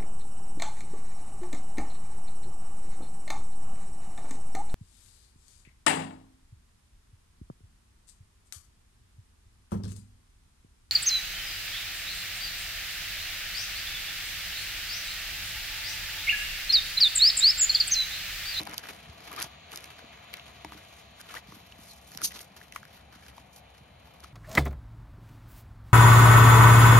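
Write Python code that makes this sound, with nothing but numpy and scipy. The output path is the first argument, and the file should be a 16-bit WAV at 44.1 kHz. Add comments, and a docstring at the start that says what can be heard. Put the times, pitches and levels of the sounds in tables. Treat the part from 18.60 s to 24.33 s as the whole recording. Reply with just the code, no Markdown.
"""A plastic binder page is turned and patted flat and sticker sheets are fanned out, close by on a desk.
Film slides on film as grainy noise in strokes; buckles snap as clicks with dying resonant bursts.
Bent sheets creak as rough gliding tones, sheets slip free in short swishes, fingers and bumps thud on the desk.
A short tail comes off desk and walls; behind lie the room's faint hum and a mid-range hiss.
Two microphone ports a few centimetres apart hear it all."""
import sys
import numpy as np
from scipy import signal
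from scipy.fft import rfft, irfft, next_fast_len
from scipy.io import wavfile
from scipy.ndimage import uniform_filter1d

SR = 44100
rng = np.random.default_rng(int(sys.argv[2]) if len(sys.argv) > 2 else 0)


def pcm_store(signal):
    """Save signal as 16-bit PCM."""
    levels = np.round(np.clip(np.atleast_2d(signal), -1, 1) * 32767)
    wavfile.write(sys.argv[1], SR, levels.astype(np.int16).T)


N = 252693

# colour of the film's glossy skin: (frequency [Hz], relative level [dB per Hz])
SHEEN = [(2000, -22), (3500, -1.5), (5000, 4), (6500, 3.5), (8000, 2), (10000, 0), (12000, -1.5),
         (14000, 3.5), (16500, -16)]


def amp(db):
    """Gain of a level in dB."""
    return 10 ** (np.asarray(db) / 20)


def rms_one(x):
    """Scaled to rms 1."""
    return x / np.sqrt(np.mean(x ** 2) + 1e-20)


def crest_one(x):
    """Scaled so that the envelope, smoothed over 1 ms, tops out at 1."""
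    power = uniform_filter1d(np.mean(x ** 2, axis=0), size=44)
    return x / np.sqrt(2 * power.max())


def in_time(rows):
    """Columns of a curve table, one value a sample."""
    s, *columns = np.transpose(rows)
    return [np.interp(np.arange(N) / SR, s, c) for c in columns]


def drift(rate_hz):
    """Slow random wander of rms 1: low-passed noise, drawn once every 20 samples."""
    r = np.exp(-40 * np.pi * rate_hz / SR)
    noise = rng.standard_normal(N // 20 + 4002)
    slow = signal.lfilter([1], [1, -2 * r, r * r], noise)[4000:]   # the filter has settled
    return np.interp(np.arange(N) / 20, np.arange(len(slow)), rms_one(slow))


def coloured(x, spectrum, patchy_db):
    """Shaped by a spectrum, then flickering in overlapping bands 3/4 octave apart; rms 1."""
    size = next_fast_len(N)
    octave = np.log2(np.maximum(np.arange(size // 2 + 1) * SR / size, 1))
    hz, level_db = np.transpose(spectrum)
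    shaped = rfft(x, size) * amp(np.interp(octave, np.log2(hz), level_db, left=-90))
    out = 0
    for centre in np.arange(np.floor(np.log2(hz[0])), 15.5, .75):
        share = np.cos(np.pi / 2 * np.clip((octave - centre) / .75, -1, 1)) ** 2
        band = irfft(shaped * share, size)[:, :N]
        out = out + band * amp(patchy_db * drift(9.1))
    return rms_one(out)


def resonance(x, hz, width_hz):
    """Two-pole peak, gain about 1 on top."""
    r = np.exp(-np.pi * width_hz / SR)
    feedback = [1, -2 * r * np.cos(2 * np.pi * hz / SR), r * r]
    return signal.lfilter([(1 - r * r) / 2, 0, (r * r - 1) / 2], feedback, x)


def high(x, hz, order=2):
    """High-pass."""
    return signal.sosfilt(signal.butter(order, np.clip(hz, 20, 18000), "high", fs=SR, output="sos"), x)


def add(out, s, sound):
    """Mixes a short sound in at a time in seconds."""
    i = max(round(s * SR), 0)
    out[:, i:i + sound.shape[1]] += sound[:, :N - i]


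def random_hits(per_s, clump_db, clump_hz, spread_db, longest):
    """Single-sample hits of random strength, whose density wanders so that they come in clumps."""
    happens = rng.random(N) < per_s * amp(clump_db * drift(clump_hz)) / SR
    return happens * amp(spread_db * np.minimum(rng.exponential(1, N), longest))


def grit(per_s, spread_db, grain_s):
    """Friction: noise whose strength jumps with each tiny stick and slip, in clumps."""
    slips = random_hits(per_s, 3.5, 25, spread_db, 4)
    r = np.exp(-1 / (grain_s * SR))
    strength = 1.37 + signal.lfilter([1], [1, -r], slips)   # steady rub plus dying grains
    return rng.standard_normal((2, N)) * strength


def pressure():
    """Gains of body and sheen: strokes swell and fade in straight dB lines above the resting contact."""
    # light contact of hands and film between strokes: (time [s], body level [dB], sheen level [dB])
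    resting = [(0, -53, -59), (1.0, -62, -77.5), (1.55, -54.5, -71.5), (2.5, -72, -77.5), (3.9, -68, -74.5),
               (5.73, -76, -76)]
    # strokes of film on film: (loudest point [s], rise over the last 10 dB [s], fall by 10 dB [s],
    # body level [dB], sheen level [dB])
    strokes = [(0.0, .02, 0.077, -44, -56), (.13, 0.043, 0.07, -48, -63), (.19, 0.041, 0.017, -45.5, -46),
               (.29, 0.067, 0.088, -50.5, -52), (.54, 0.019, 0.024, -59, -62),
               (.65, 0.014, 0.0079, -67, -47.5), (.82, 0.12, 0.045, -41, -47.5),
               (1.124, 0.014, 0.16, -48, -51.5), (1.24, 0.054, 0.026, -51, -60),
               (1.32, .01, 0.0095, -51.5, -57), (1.76, 0.034, 0.069, -48.5, -59),
               (2.0, 0.25, 0.44, -56, -69), (2.25, 0.32, 0.18, -84, -59), (2.4, 0.039, 0.028, -72, -54.5),
               (2.607, 0.0084, 0.0078, -68, -42), (2.78, 0.076, 0.014, -43.5, -47.5),
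               (2.89, 0.0072, 0.087, -60, -57.5), (2.98, 0.089, 0.039, -57.5, -55.5),
               (3.21, 0.036, 0.054, -59, -56.5), (3.315, 0.11, 0.06, -77, -50),
               (3.55, 0.065, 0.012, -56, -46.5), (3.612, 0.025, 0.053, -44.5, -56),
               (3.761, 0.087, 0.058, -50.5, -47), (3.97, 0.0084, 0.097, -57, -56.5),
               (4.165, 0.035, 0.093, -59, -58), (4.36, 0.072, 0.056, -55.5, -58.5),
               (4.55, 0.025, 0.13, -55, -58), (4.67, .04, 0.045, -58, -62),
               (4.774, 0.026, 0.041, -55, -55.5), (4.98, 0.045, 0.018, -84, -55),
               (5.16, 0.033, 0.072, -60, -66.5), (5.46, 0.023, 0.13, -55.5, -60.5),
               (5.641, 0.022, .02, -53, -55.5)]
    t = np.arange(N) / SR
    power = amp(in_time(resting)) ** 2
    for s, swell_s, fade_s, *peak_db in strokes:
        below_db = 10 * np.where(t < s, (s - t) / max(swell_s, .005), (t - s) / max(fade_s, .005))
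        power = power + (amp(peak_db)[:, None] * amp(-below_db)) ** 2
    return np.sqrt(power)


def rustle():
    """Film slides on film: the same slips and tiny buckles shake the sheet (body) and its skin (sheen)."""
    # colour of the whole sheet: (frequency [Hz], relative level [dB per Hz])
    body_colour = [(250, 3), (500, 2), (1100, 3.5), (1500, 4.5), (2200, 2), (3200, -1), (4500, -5),
                   (6000, -24)]
    ticks_per_s, tick_db, tick_decay_s = 260, -9, 0.00074   # tiny buckles, level against the slips
    body_gain, sheen_gain = pressure()
    slips = grit(150.0, spread_db=4.5, grain_s=0.0049)
    ticks = random_hits(ticks_per_s, 5, 18, 2.4, 2.5)
    ticks = signal.lfilter([1], [1, -np.exp(-1 / (tick_decay_s * SR))], ticks)
    ticks = ticks * rng.standard_normal((2, N))
    friction = rms_one(slips) + amp(tick_db) * rms_one(ticks)
    body = body_gain * coloured(friction, body_colour, 2.4)
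    sheen = sheen_gain * coloured(friction, SHEEN, 1.8)
    return body + sheen


def room_tone():
    """Distant air handling: a rumble of shaped noise with a few resonant humps in it."""
    # colour of the air: (frequency [Hz], relative level [dB per Hz])
    air_colour = [(25, -17), (40, 0.5), (65, 3.5), (100, -4.5), (190, -4), (350, -18), (500, -13.5),
                  (900, -13.5), (1500, -20.5), (2600, -19), (4000, -26), (5500, -40), (9000, -34),
                  (15500, -51)]
    # humps in the rumble: (frequency [Hz], width [Hz], added share of the filtered air [gain])
    humps = [(66.7, 12, 1), (722, 140, 1.), (2410, 33, 1), (3040, 53, 0.98), (4100, 340, 0.89)]
    # level of the whole room tone: (time [s], level [dB])
    level = [(0, -51), (1.5, -54.5), (3, -54), (4.5, -53.5), (5.73, -53.5)]
    air = coloured(rng.standard_normal((2, N)), air_colour, 1.0)
    for hz, width_hz, share in humps:
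        air = air + share * resonance(air, hz, width_hz)
    return amp(in_time(level)[0]) * rms_one(air)


def hiss():
    """Smooth noise in broad bands, mostly mid-range, that fades in the later part."""
    # colour of the hiss: (frequency [Hz], relative level [dB per Hz])
    hiss_colour = [(260, -56), (450, -2), (489, -38), (679, 9), (840, -13.5), (1180, 1.5), (1360, -12),
                   (2420, 0.5), (2790, -2.5), (4070, -3), (5460, -20), (6750, -10.5), (7500, -17),
                   (9750, -63), (16500, -120)]
    # (time [s], level [dB])
    level = [(0, -57.5), (1.0, -54), (1.35, -54), (2.1, -54.5), (2.5, -57), (3.4, -60.5), (3.9, -65.5),
             (5.73, -67)]
    return amp(in_time(level)[0]) * coloured(rng.standard_normal((2, N)), hiss_colour, 1.0)


def click_and_burst(noise, t, rise_s, t60_s, click):
    """A noise burst rises and dies, with a click of random sign at the end of its rise."""
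    burst = noise * (1 - np.exp(-t / rise_s)) * amp(-60 * t / t60_s)
    burst[:, round(rise_s * SR)] += click * np.sign(noise[:, 0])
    return burst


def snaps():
    """A buckle flips over: click and burst ring the sheet's patch, with a shorter bright crack on top."""
    # buckles of the film: (time [s], body peak [dB], body frequency [Hz], crack peak [dB])
    buckles = [(0.003, -34.5, 2180, -39), (0.007, -37, 1330, -42), (0.015, -32, 890, -35),
               (0.033, -41, 2400, -32), (0.053, -54, 1740, -35), (0.068, -37, 2380, -40),
               (0.072, -35, 4080, -34), (0.095, -43, 1290, -34.5), (0.112, -43, 1200, -37),
               (0.127, -41, 1290, -41), (0.135, -30, 1140, -37), (0.142, -34.5, 850, -29),
               (0.18, -46, 2950, -18.5), (0.237, -35, 1470, -57), (0.255, -36, 1550, -51),
               (0.27, -40, 1730, -39), (0.716, -43, 1080, -36), (0.729, -40, 1760, -32),
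               (0.763, -33.5, 1900, -29.5), (0.801, -40, 3900, -24.5), (0.818, -29, 2200, -32),
               (0.82, -40, 4340, -23.5), (0.826, -50, 4030, -17.5), (0.841, -36.5, 1220, -36),
               (0.845, -36, 720, -43), (1.118, -41, 2400, -35), (1.137, -35.5, 1290, -54),
               (1.159, -39, 3730, -26.5), (1.174, -43, 3400, -26), (1.206, -45, 3440, -44),
               (1.242, -40.5, 2360, -32.5), (1.733, -39, 3000, -43), (1.739, -24, 2240, -27.5),
               (1.77, -39, 2700, -40), (1.796, -36, 2680, -61), (2.047, -31, 870, -37),
               (2.121, -34, 1060, -55), (2.613, -44, 3030, -35), (2.697, -48, 1250, -54),
               (2.704, -40, 1480, -50), (2.711, -46, 1400, -46), (2.741, -31.5, 1250, -35),
               (2.757, -43, 1900, -57), (2.921, -39.5, 1080, -57), (3.122, -40.5, 2820, -68),
               (3.518, -42.5, 1580, -38), (3.549, -40.5, 820, -41), (3.574, -51, 3940, -22.5),
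               (3.617, -31, 1300, -28.5), (3.707, -39.5, 1930, -44), (3.717, -36, 2520, -39),
               (3.72, -35, 1660, -37), (3.791, -37.5, 2930, -33), (4.013, -41, 1700, -57),
               (4.123, -37.5, 2130, -37.5), (4.16, -28, 1140, -37), (4.161, -25.5, 1900, -36),
               (4.23, -39, 1430, -49), (4.252, -41, 1720, -43.5), (4.541, -46, 1550, -51),
               (4.664, -46.5, 1600, -45), (4.682, -47, 1420, -42), (4.767, -52, 3070, -47),
               (4.78, -38, 1000, -66), (5.604, -57, 750, -43), (5.631, -46, 1240, -58),
               (5.643, -39.5, 1260, -41)]
    out, t = np.zeros((2, N)), np.arange(2600) / SR
    for s, body_db, hz, crack_db in buckles:
        noise = rng.standard_normal((2, 2, len(t)))
        flip = click_and_burst(noise[0], t, rise_s=0.00081, t60_s=0.014, click=5.2)
        patch = resonance(resonance(flip, hz, 0.5 * hz), hz, 0.32 * hz)
        body = patch + 0.2 * resonance(flip, 1360, 1730)   # the whole sheet answers too
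        crack = click_and_burst(noise[1], t, rise_s=.0003, t60_s=.0055, click=0.83)
        crack = high(crack, 2400, order=1)
        crack = crack + 0.97 * resonance(crack, 4770, 2600)   # stiff skin of the film
        add(out, s, amp(body_db) * crest_one(body) + amp(crack_db) * crest_one(crack))
    return out


def thuds():
    """Fingers and sheets land: a soft push strikes the desk's modes, each with a strength of its own."""
    # landings: (time [s], peak [dB], hardness as contact cut-off [Hz])
    landings = [(0.007, -32.5, 345), (0.091, -36, 250), (0.694, -46, 400), (1.142, -47, 300),
                (2.049, -34, 705), (2.12, -46, 900), (2.15, -38, 302), (2.924, -43.5, 500),
                (3.629, -40, 400)]
    # modes of the desk top: (frequency [Hz], level before the contact softens it [dB], t60 [s])
    desk = [(106, -3, 0.15), (168, -4, 0.24), (214.5, 0.5, 0.25), (312, 8.5, 0.14), (383, 11.5, 0.03),
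            (870, 9, 0.044), (1280, -30, .05)]
    out, t = np.zeros((2, N)), np.arange(8000) / SR
    rings = np.array([amp(level_db - 60 * t / t60) * np.sin(2 * np.pi * hz * t)
                      for hz, level_db, t60 in desk])
    for s, db, contact_hz in landings:
        strength = amp(rng.normal(0, 2.6, (2, len(desk))))
        r = np.exp(-2 * np.pi * np.clip(contact_hz, 60, 4000) / SR)
        blow = signal.lfilter([1], [1, -2 * r, r * r], strength @ rings)   # a soft contact dulls it
        add(out, s, amp(db) * blow / abs(blow).max())
    return out


def creaks():
    """A bent sheet is rubbed: a rough tone at the patch's pitch, gliding as the bend changes."""
    # creaks: (start [s], length [s], level before the swell [dB], first pitch [Hz], last pitch [Hz])
    rubs = [(0.064, 0.021, -39.5, 903, 872), (0.7, 0.054, -47.5, 1150, 1028),
            (0.761, 0.0425, -41, 1075, 1360), (2.594, 0.025, -47, 1447, 1495),
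            (2.761, 0.0172, -37, 1510, 2030), (3.288, 0.048, -51.5, 4540, 3890)]
    width_hz, second_harmonic = 200, 0.34   # roughness of the pitch, share of the octave
    out = np.zeros((2, N))
    r = np.exp(-np.pi * width_hz / SR)
    for s, length_s, db, first_hz, last_hz in rubs:
        count = round(length_s * SR)
        phase = 2 * np.pi * np.cumsum(np.linspace(first_hz, last_hz, count)) / SR
        sway = signal.lfilter([1], [1, -r], rng.standard_normal((2, 2, 3500)))
        sway = sway[..., 500:500 + count]   # the filter has settled
        phase = phase + np.arctan2(sway[0], sway[1])
        wave = np.cos(phase) + second_harmonic * np.cos(2 * phase)
        tone = rms_one(np.hypot(*sway) * wave)   # strength sways along with the phase
        add(out, s, amp(db) * np.sqrt(np.hanning(count)) * tone)
    return out


def bumps():
    """A wrist or cover bumps the desk: a few dull cycles that swell, sink in pitch and die."""
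    # bumps: (time [s], level at the top of the swell [dB], first pitch [Hz])
    knocks = [(0.488, -42, 150), (0.839, -43.5, 200), (1.425, -45, 620), (1.441, -46.5, 330),
              (2.886, -43, 217.6), (2.966, -46, 297), (3.189, -46, 297), (3.554, -43, 255),
              (4.559, -49, 273), (5.208, -45, 178)]
    sink_s, peak_cycles = 0.016, 0.9   # pitch halves in this time; loudest after these first-pitch cycles
    out, t = np.zeros((2, N)), np.arange(4000) / SR
    for s, db, first_hz in knocks:
        phase = 2 * np.pi * np.cumsum(first_hz / (1 + t / sink_s)) / SR
        age = t * first_hz / peak_cycles
        swell = age * np.exp(1 - age)
        add(out, s, amp(db) * np.ones((2, 1)) * swell * np.sin(phase))   # alike in both channels
    return out


def swishes():
    """A sheet slips free: dense friction in its modes swells and dies as the edge lets go."""
    # slips: (loudest point [s], level there [dB], bell width of rise [s], of fall [s], high-pass [Hz])
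    releases = [(0.836, -40.5, 0.0043, 0.0095, 2480), (3.65, -23.5, 0.012, 0.0073, 3000),
                (3.672, -37, 0.012, 0.014, 2830), (3.765, -54, 0.013, 0.033, 2000),
                (3.815, -43.5, 0.0037, 0.0036, 3000)]
    # modes of the taut sheet: (frequency [Hz], width [Hz], relative level [dB])
    sheet = [(1890, 220, -8), (2800, 290, 0), (4140, 1700, 4.5), (6170, 54, 12), (6130, 130, -34),
             (9360, 760, 6.5), (11300, 1100, -18)]
    out, slips = np.zeros((2, N)), grit(290.0, spread_db=-1.0, grain_s=0.00031)
    modes = sum(amp(db) * rms_one(resonance(slips, hz, width_hz)) for hz, width_hz, db in sheet)
    friction = rms_one(rms_one(modes) + 1.8 * coloured(slips, SHEEN, 2.5))
    for s, db, rise, fall, low_hz in releases:
        i = round((s - 4 * rise) * SR)
        t = np.arange(-4 * rise, 5 * fall, 1 / SR)
        swell = np.exp(-.5 * (t / np.where(t < 0, rise, fall)) ** 2)
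        piece = rms_one(high(friction[:, i:i + len(t)], low_hz))
        add(out, i / SR, amp(db) * swell * piece)
    return out


def echoes(x):
    """A short diffuse tail off desk and walls: dying noise, slightly dulled, from 3 ms on."""
    level_db, t60_s = -19, 0.1
    t = np.arange(round(.3 * SR)) / SR
    tail = rng.standard_normal((2, len(t))) * amp(-60 * t / t60_s) * (t > .003)
    tail = signal.lfilter([.4], [1, -.6], tail)
    tail /= np.sqrt(np.sum(tail ** 2, axis=1, keepdims=True))
    return amp(level_db) * signal.fftconvolve(x, tail, axes=1)[:, :N]


def scene():
    """Hands and sheets close by with their echoes, over the room: two channels to feed the ports."""
    near = rustle() + snaps() + thuds() + creaks() + bumps() + swishes()
    return near + echoes(near) + room_tone() + hiss()


def record(dry):
    """The right port hears part of what the left hears, phase-shifted, and part of its own; the top is cut."""
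    # the two ports: (frequency [Hz], likeness [0-1], phase by which left leads [rad], left over right [dB])
    ports = [(58, 0.99, 0, 0.5), (240, 0.95, 0.5, 1), (490, 0.33, 0.03, 5.5), (1020, 0.11, 0.5, 4),
             (1690, 0.84, 1, 1.5), (2840, 0.82, -1.5, -0.5), (3540, 0.23, 3.5, 3), (4680, 0.1, 2, -1),
             (5800, 0.75, .5, -2), (7490, 1, 2.5, -0.5), (9890, 0.93, 5, 0.5), (10860, 1, 6, -1.5),
             (12300, 1, 6.5, 1.5), (13230, 0.8, -14.5, 1), (17000, 1, -19.5, -6)]
    capsule_top_hz, cutoff_hz = 14300, 16300   # cutoff: 70 dB down from here up
    dry = signal.sosfilt(signal.butter(10, capsule_top_hz, fs=SR, output="sos"), dry)
    size = next_fast_len(N + 2048)
    hz, alike, lead, balance_db = np.transpose(ports)
    grid = np.arange(size // 2 + 1) * SR / size
    alike = np.interp(grid, hz, np.clip(alike, 0, 1))
    lead = np.interp(grid, hz, lead)
    balance_db = np.interp(grid, hz, balance_db)
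    left, other = rfft(high(dry, 75.0, order=3), size)   # the capsule rolls off the deepest rumble
    right = alike * np.exp(-1j * lead) * left + np.sqrt(1 - alike ** 2) * other
    both = irfft([left * amp(balance_db / 2), right * amp(-balance_db / 2)], size)[:, :N]
    return signal.sosfilt(signal.cheby2(18, 70, cutoff_hz, fs=SR, output="sos"), both)


dry = scene()
out = record(dry)
pcm_store(out)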